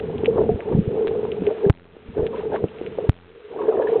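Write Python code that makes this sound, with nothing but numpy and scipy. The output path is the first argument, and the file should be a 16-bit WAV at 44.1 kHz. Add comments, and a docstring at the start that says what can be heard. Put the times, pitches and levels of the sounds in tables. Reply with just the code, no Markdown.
"""A hollow, wavering note sounds as a camera is carried through shallow sea water: the flow drives a resonance
of its housing. Eddies rumble against it, and small bubbles gurgle, tick and fizz. A few light taps and two hard
knocks strike it. The knocks overload the microphone; after each, a faint buzz lingers, and the sound falls
quiet and builds up again."""
import sys
import numpy as np
from scipy.fft import rfft, irfft, next_fast_len
from scipy.io import wavfile
from scipy.ndimage import uniform_filter1d

SR = 44100
rng = np.random.default_rng(int(sys.argv[2]) if len(sys.argv) > 2 else 0)


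def store_wav(level_fs):
    """Save 16-bit WAV to argv[1]."""
    pcm = np.round(np.clip(np.atleast_2d(level_fs), -1, 1) * 32767)
    wavfile.write(sys.argv[1], SR, pcm.T.astype(np.int16))


N = 176400


def amp(db):
    """Decibels to amplitude ratio."""
    return 10 ** (np.asarray(db) / 20)


def unit(x):
    """Normalisation to rms 1."""
    return x / np.sqrt(np.mean(x ** 2) + 1e-20)


def gain_at(points, hz):
    """Amplitude response from (frequency, gain) points, interpolated on a log frequency axis."""
    freqs, db = np.transpose(points)
    return amp(np.interp(np.log(hz + 1), np.log(freqs + 1), db))


def envelope(stretches, offset_db):
    """Amplitude envelope from stretches of (time, level) points, interpolated in decibels."""
    times, db = np.vstack(stretches).T
    return amp(np.interp(np.arange(N) / SR, times, db) + offset_db)


def filtered(x, response):
    """Linear filtering: the spectrum is multiplied by a frequency response."""
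    size = next_fast_len(N + SR // 2)
    return irfft(rfft(x, size) * response(np.fft.rfftfreq(size, 1 / SR)), size)[:N]


def coloured(x, spectrum):
    """Spectral shaping, at rms 1."""
    return unit(filtered(x, lambda hz: gain_at(spectrum, hz)))


def patter(per_s, spread_db):
    """Shot noise: impulses of random time, sign and size, at rms 1."""
    impulses = (rng.random(N) < per_s / SR) * rng.choice([-1, 1], N)
    return unit(impulses * amp(spread_db * np.clip(rng.standard_normal(N), -2, 2)))


def add(track, start_s, sound):
    """Superpose a sound on the track."""
    part = track[round(start_s * SR):][:len(sound)]
    part += sound[:len(part)]


def ping(hz, t60, attack_s):
    """One damped mode with a peak of 1; its decay is 60 dB in t60 seconds."""
    t = np.arange(SR // 5) / SR
    mode = np.sin(2 * np.pi * hz * t) * amp(-60 * t / t60) * (1 - np.exp(-t / attack_s))
    return mode / np.abs(mode).max()


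def pings(events, attack_s, t60=None):
    """One damped mode per row (time, level, frequency), with the row's own t60 if it has one."""
    out = np.zeros(N)
    for s, db, hz, *own_t60 in events:
        add(out, s, amp(db) * ping(hz, own_t60[0] if own_t60 else t60, attack_s))
    return out


# Ring envelope, in stretches divided by the knocks (time [s], relative level [dB])
RING_LEVELS = [
    [(0.0, -26.5), (0.216, -28), (0.286, -19), (0.348, -23.5), (0.386, -14.5), (0.64, -35), (0.71, -17.5),
     (0.814, -31), (0.996, -18), (1.44, -28), (1.482, -16.5), (1.58, -33.5), (1.646, -17), (1.69, -20.5)],
    [(1.73, -62), (1.76, -56.5), (2.132, -46), (2.184, -16.5), (2.262, -20), (2.282, -30.5), (2.538, -22),
     (2.59, -29), (2.646, -23), (2.68, -44.5), (2.868, -30), (2.962, -37.5), (2.982, -28.5), (3.08, -30.5)],
    [(3.12, -47.5), (3.142, -56), (3.254, -54), (3.288, -47.5), (3.442, -44), (3.59, -26.5), (3.704, -13.5),
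     (3.73, -21.5), (3.816, -18), (3.87, -21.5), (3.896, -20), (3.928, -14), (3.962, -30), (4.0, -16)],
]
# Colour around the resonance (frequency [Hz], gain [dB])
RING_COLOUR = [(100, -25.5), (250, -1), (380, 1), (470, -1.5), (600, -9), (900, -12.5), (1500, -43)]
def housing_ring(note_hz=438.3, bandwidth_hz=42):
    """Forced resonance: random pushes of the flow make the housing ring at its hollow note."""
    resonance = lambda f: 1j * f * bandwidth_hz / (note_hz ** 2 - f ** 2 + 1j * f * bandwidth_hz)
    ring = coloured(filtered(patter(per_s=700, spread_db=5), resonance), RING_COLOUR)
    running_rms = np.sqrt(np.abs(uniform_filter1d(ring ** 2, size=3000)) + 1e-6)
    return ring / running_rms * envelope(RING_LEVELS, offset_db=-1.5)


# Gulps of water (time [s], peak level [dB], frequency [Hz])
WATER_GULPS = [(.277, -8.5, 472.6), (0.384, -11.5, 410), (1.472, -15, 408), (1.638, -14, 431),
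               (1.66, -10, 400.6), (2.204, -16, 430), (3.040, -19, 448), (3.682, -18.5, 432),
               (3.795, -15, 526), (3.888, -10.5, 437.4), (3.955, -8, 450.3)]
def gulps():
    """Gradual excitation: gulps of water swell the ring near its resonance."""
    return pings(WATER_GULPS, attack_s=0.02, t60=0.046)


# Hard knocks (time [s], level [dB], push rise [s], rebound delay [s], rebound over push [dB],
# rebound rise [s])
HARD_KNOCKS = [(1.6984, 1, 0.00023, .0042, 0.5, 0.00047), (3.0899, 0, 0.0014, .0049, 3.5, .0003)]
def knocks(push_hz=84, decay_s=0.0034):
    """Heavily damped transient: a pressure step, then a rebound of opposite sign."""
    out, t = np.zeros(N), np.arange(SR // 10) / SR
    damped = np.exp(-t / decay_s) * np.cos(2 * np.pi * push_hz * t)
    push = lambda rise_s: np.clip(t / rise_s, 0, 1) * damped
    for s, db, rise_s, delay_s, rebound_db, rebound_rise_s in HARD_KNOCKS:
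        add(out, s, -amp(db) * push(rise_s))
        add(out, s + delay_s, amp(db + rebound_db) * push(rebound_rise_s))
    return out


# Light taps (time [s], peak level [dB], frequency [Hz], t60 [s])
HOUSING_TAPS = [(0.235, -13, 401, .022), (.381, -11, 560, 0.013), (.4155, -12.5, 549, 0.021),
                (0.4914, -7.5, 421, 0.04), (1.153, -19, 483, 0.069), (1.9665, -30.5, 417, 0.013),
                (2.1798, -14, 440, .035), (2.6408, -7.5, 385, 0.014), (2.8134, -17.5, 387, 0.026),
                (2.9857, -12.5, 506, 0.024), (3.359, -36.5, 448, 0.11), (3.4517, -39, 415, 0.07)]
def taps():
    """Free vibration: after a brief contact, one mode of the housing dies away."""
    return pings(HOUSING_TAPS, attack_s=0.00069)


# Rumble envelope (time [s], relative level [dB])
EDDY_LEVELS = [
    [(0.0, -32.5), (0.478, -26), (0.528, -22.5), (0.624, -44.5), (0.79, -14), (0.844, -34.5),
     (0.886, -32.5), (0.922, -34), (1.384, -36.5), (1.42, -25), (1.562, -46.5), (1.64, -41)],
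    [(1.74, -52), (1.842, -61), (2.072, -46.5), (2.094, -35), (2.128, -46.5), (2.198, -25), (2.324, -36.5),
     (2.61, -37.5), (2.646, -23.5), (2.676, -43), (3.062, -40), (3.07, -32)],
    [(3.13, -71), (3.142, -55), (3.258, -73), (3.268, -70.5), (3.508, -56), (3.548, -48.5), (3.762, -43.5),
     (3.788, -35.5), (3.83, -51), (3.91, -36), (3.932, -52), (4.0, -31.5)],
]
# Rumble colour (frequency [Hz], gain [dB])
EDDY_COLOUR = [(20, -15.5), (40, -16.5), (70, -3), (130, -3), (220, 1), (320, -12), (500, -20), (900, -54)]
def eddies():
    """Turbulent pressure fluctuation: eddies buffet the housing with a low rumble."""
    rumble = coloured(patter(per_s=500, spread_db=1.5), EDDY_COLOUR)
    return rumble * envelope(EDDY_LEVELS, offset_db=-2.5)


# Thuds of water (time [s], peak level [dB], frequency [Hz])
WATER_THUDS = [(0.517, -15, 148), (0.546, -16.5, 100), (0.7486, -7.5, 153), (0.7763, -11, 145),
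               (0.7906, -5.5, 190), (.812, -19.5, 101), (0.8763, -12.5, 125), (1.42, -20, 280),
               (1.664, -12.5, 176), (2.087, -28.5, 74.6), (2.192, -20, 100), (2.229, -22.5, 70),
               (2.64, -19.5, 128)]
def thuds():
    """Soft impact: the yielding contact of water gives a slow rise and a low pitch."""
    return pings(WATER_THUDS, attack_s=0.0032, t60=0.029)


# Gurgle envelope (time [s], relative level [dB])
GURGLE_LEVELS = [
    [(0.0, -39), (0.046, -46.5), (0.36, -37), (0.382, -26), (0.476, -46.5), (0.496, -44), (0.542, -48),
     (0.744, -34.5), (0.822, -73), (0.982, -38), (1.408, -45.5), (1.524, -34), (1.538, -43.5), (1.67, -39),
     (1.68, -40)],
    [(1.73, -58), (1.868, -64.5), (2.124, -54.5), (2.184, -35), (2.312, -49), (2.344, -31), (2.494, -47.5),
     (2.542, -21.5), (2.624, -55), (2.64, -39), (2.658, -49), (2.968, -50), (2.986, -39.5), (3.014, -44),
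     (3.07, -44.5)],
    [(3.12, -66), (3.178, -57), (3.386, -74), (3.4, -54.5), (3.468, -61.5), (3.544, -41.5), (3.626, -29.5),
     (3.666, -41), (3.678, -27.5), (3.764, -33), (3.806, -29), (3.822, -30.5), (3.928, -36.5),
     (3.948, -33.5), (4.0, -28.5)],
]
# Gurgle colour (frequency [Hz], gain [dB])
GURGLE_COLOUR = [(150, -25.5), (300, 0), (520, 1), (700, 0), (950, -1), (1300, -10.5), (1900, -12.5),
                 (3000, -32)]
def gurgle():
    """Incoherent superposition: many short-lived bubbles merge into a gritty gurgle."""
    swarm = np.zeros(N)
    for when, pitch, strength in rng.random((1400, 3)):
        hz = 520 * 3.5 ** pitch
        add(swarm, when * N / SR, amp(6.7 * strength) * ping(hz, t60=40 / hz, attack_s=0.00027))
    grit = 0.6 * patter(per_s=4000, spread_db=2)
    return coloured(unit(swarm) + grit, GURGLE_COLOUR) * envelope(GURGLE_LEVELS, offset_db=-0.5)


# Single bubbles (time [s], peak level [dB], frequency [Hz], t60 [s])
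RINGING_BUBBLES = [(0.098, -31, 660, 0.035), (.494, -21, 706, 0.11), (.592, -29.5, 693, 0.059),
                   (.724, -27.5, 917, 0.04), (1.252, -21.5, 820, 0.0071), (1.420, -32.5, 680, 0.013),
                   (1.507, -24.5, 640, 0.048), (1.652, -32.5, 1660, 0.019), (2.521, -24, 818, 0.048),
                   (3.535, -35, 620, .06), (3.589, -33, 1102, 0.15), (3.048, -27, 626, 0.022),
                   (3.778, -21.5, 630, 0.058), (3.796, -16.5, 641, 0.053), (3.821, -33, 1696, 0.063),
                   (3.872, -26, 1736, 0.027), (3.943, -24.5, 760, 0.043)]
def single_bubbles():
    """Bubble resonance: the enclosed air is a spring, the surrounding water its mass."""
    return pings(RINGING_BUBBLES, attack_s=0.00069)


# Bubble ticks (time [s], peak level [dB], frequency [Hz], half-width [s])
BUBBLE_TICKS = [(0.182, -29.5, 3000, 0.00043), (0.247, -27, 2400, 0.00038), (0.2588, -13, 2500, 0.00048),
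                (.606, -22.5, 2000, 0.00037), (1.0725, -14, 1510, 0.00011), (1.0804, -17, 1540, 0.00011),
                (1.3187, -22.5, 2900, 0.00046), (1.468, -20.5, 2500, 0.00035),
                (2.2672, -19.5, 2500, 0.0002), (2.561, -21, 1500, .0006), (2.685, -36, 2750, 0.00064),
                (2.786, -32.5, 2400, 0.00033), (2.8644, -24, 2400, .0003)]
def ticks(lead_s=0.003, trail_s=0.01, trail_db=-14):
    """Short pulses have broad spectra: each pop is a tick, trailed by four weaker ones."""
    out, t = np.zeros(N), np.arange(-lead_s, lead_s, 1 / SR)
    pop = lambda hz, half_s: np.cos(2 * np.pi * hz * t) * np.exp(-(t / half_s) ** 2)
    for s, db, hz, half_s in BUBBLE_TICKS:
        add(out, s - lead_s, amp(db) * pop(hz, half_s))
        for delay, shift in rng.random((4, 2)):
            scattered_hz = hz * 2 ** (shift - 0.5)
            add(out, s - lead_s + delay * trail_s, amp(db + trail_db) * pop(scattered_hz, half_s))
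    return out


# Fizz envelope (time [s], relative level [dB])
FIZZ_LEVELS = [
    [(0.0, -34), (0.008, -51), (0.232, -50), (0.262, -41.5), (0.276, -53), (0.34, -51), (1.43, -49.5),
     (1.446, -47), (1.68, -50)],
    [(1.73, -67.5), (2.012, -56.5), (2.274, -49), (2.282, -54), (2.382, -44.5), (2.498, -54.5),
     (2.562, -40), (2.584, -52), (3.07, -49)],
    [(3.12, -59.5), (3.136, -62), (3.624, -49.5), (3.802, -50.5), (3.824, -45.5), (3.862, -53.5),
     (3.872, -44), (3.908, -45.5), (4.0, -50)],
]
# Fizz colour (frequency [Hz], gain [dB])
FIZZ_COLOUR = [(700, -13), (1200, 3), (1700, 1), (2100, -0.5), (2600, 0), (3400, -4), (4000, -8),
               (5000, -28.5)]
def fizz():
    """Band-limited noise: fine bubbles blend into a hiss from which sparse impulses crackle."""
    crackle = 0.55 * patter(per_s=300, spread_db=5)
    spray = coloured(rng.standard_normal(N) + crackle, FIZZ_COLOUR)
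    return spray * envelope(FIZZ_LEVELS, offset_db=-1)


# Colour of the noise that roughens the buzz (frequency [Hz], gain [dB])
RASP_COLOUR = [(100, -3), (600, 0), (1500, -2), (3000, -8.5), (4200, -10), (6000, -29.5)]
def buzz(pulse_hz=86.8, half_width_s=0.001, fade_db_per_s=40, delay_s=0.024, rasp_depth=0.48):
    """Amplitude modulation: noise roughens a faint pulse train that lingers after each knock."""
    out, t = np.zeros(N), np.arange(SR // 4) / SR
    from_pulse_s = ((t * pulse_hz) % 1 - 0.5) / pulse_hz
    pulses = np.exp(-(from_pulse_s / half_width_s) ** 2) * amp(-37.5 - fade_db_per_s * t)
    for s, *_ in HARD_KNOCKS:
        add(out, s + delay_s, pulses)
    return out * (1 + rasp_depth * coloured(rng.standard_normal(N), RASP_COLOUR))


# Background colour (frequency [Hz], gain [dB])
FLOOR_COLOUR = [(20, -3), (80, 21), (200, -13.5), (450, -12), (700, -3.5), (1500, -24.5), (3300, -16),
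                (4200, -12)]
def noise_floor():
    """Stationary noise: a faint, steady background, strongest in the bass."""
    return amp(-60.5) * coloured(rng.standard_normal(N), FLOOR_COLOUR)


def scene():
    """Superposition: the pressures of all sources add at one microphone."""
    background = noise_floor()
    flow = housing_ring() + gulps() + eddies() + thuds()
    bubbles = gurgle() + fizz() + single_bubbles() + ticks()
    impacts = knocks() + taps() + buzz()
    return (flow + bubbles + impacts + background)[None]


# Treble response of the camera after clipping (frequency [Hz], gain [dB])
CAMERA_TREBLE = [(3500, 0), (4600, -6.5), (6000, -8), (8000, -2.5), (15000, -10)]
def record(dry, muffle_hz=4130, clip_level=0.71, top_hz=15800):
    """Low-pass filtering and saturation: the camera muffles the treble and clips the hardest peaks."""
    muffled = filtered(dry[0], lambda hz: 1 / np.sqrt(1 + (hz / muffle_hz) ** 56))
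    clipped = np.clip(muffled, -clip_level, clip_level)
    return filtered(clipped, lambda hz: gain_at(CAMERA_TREBLE, hz) * (hz < top_hz))[None]


dry = scene()
out = record(dry)
store_wav(out)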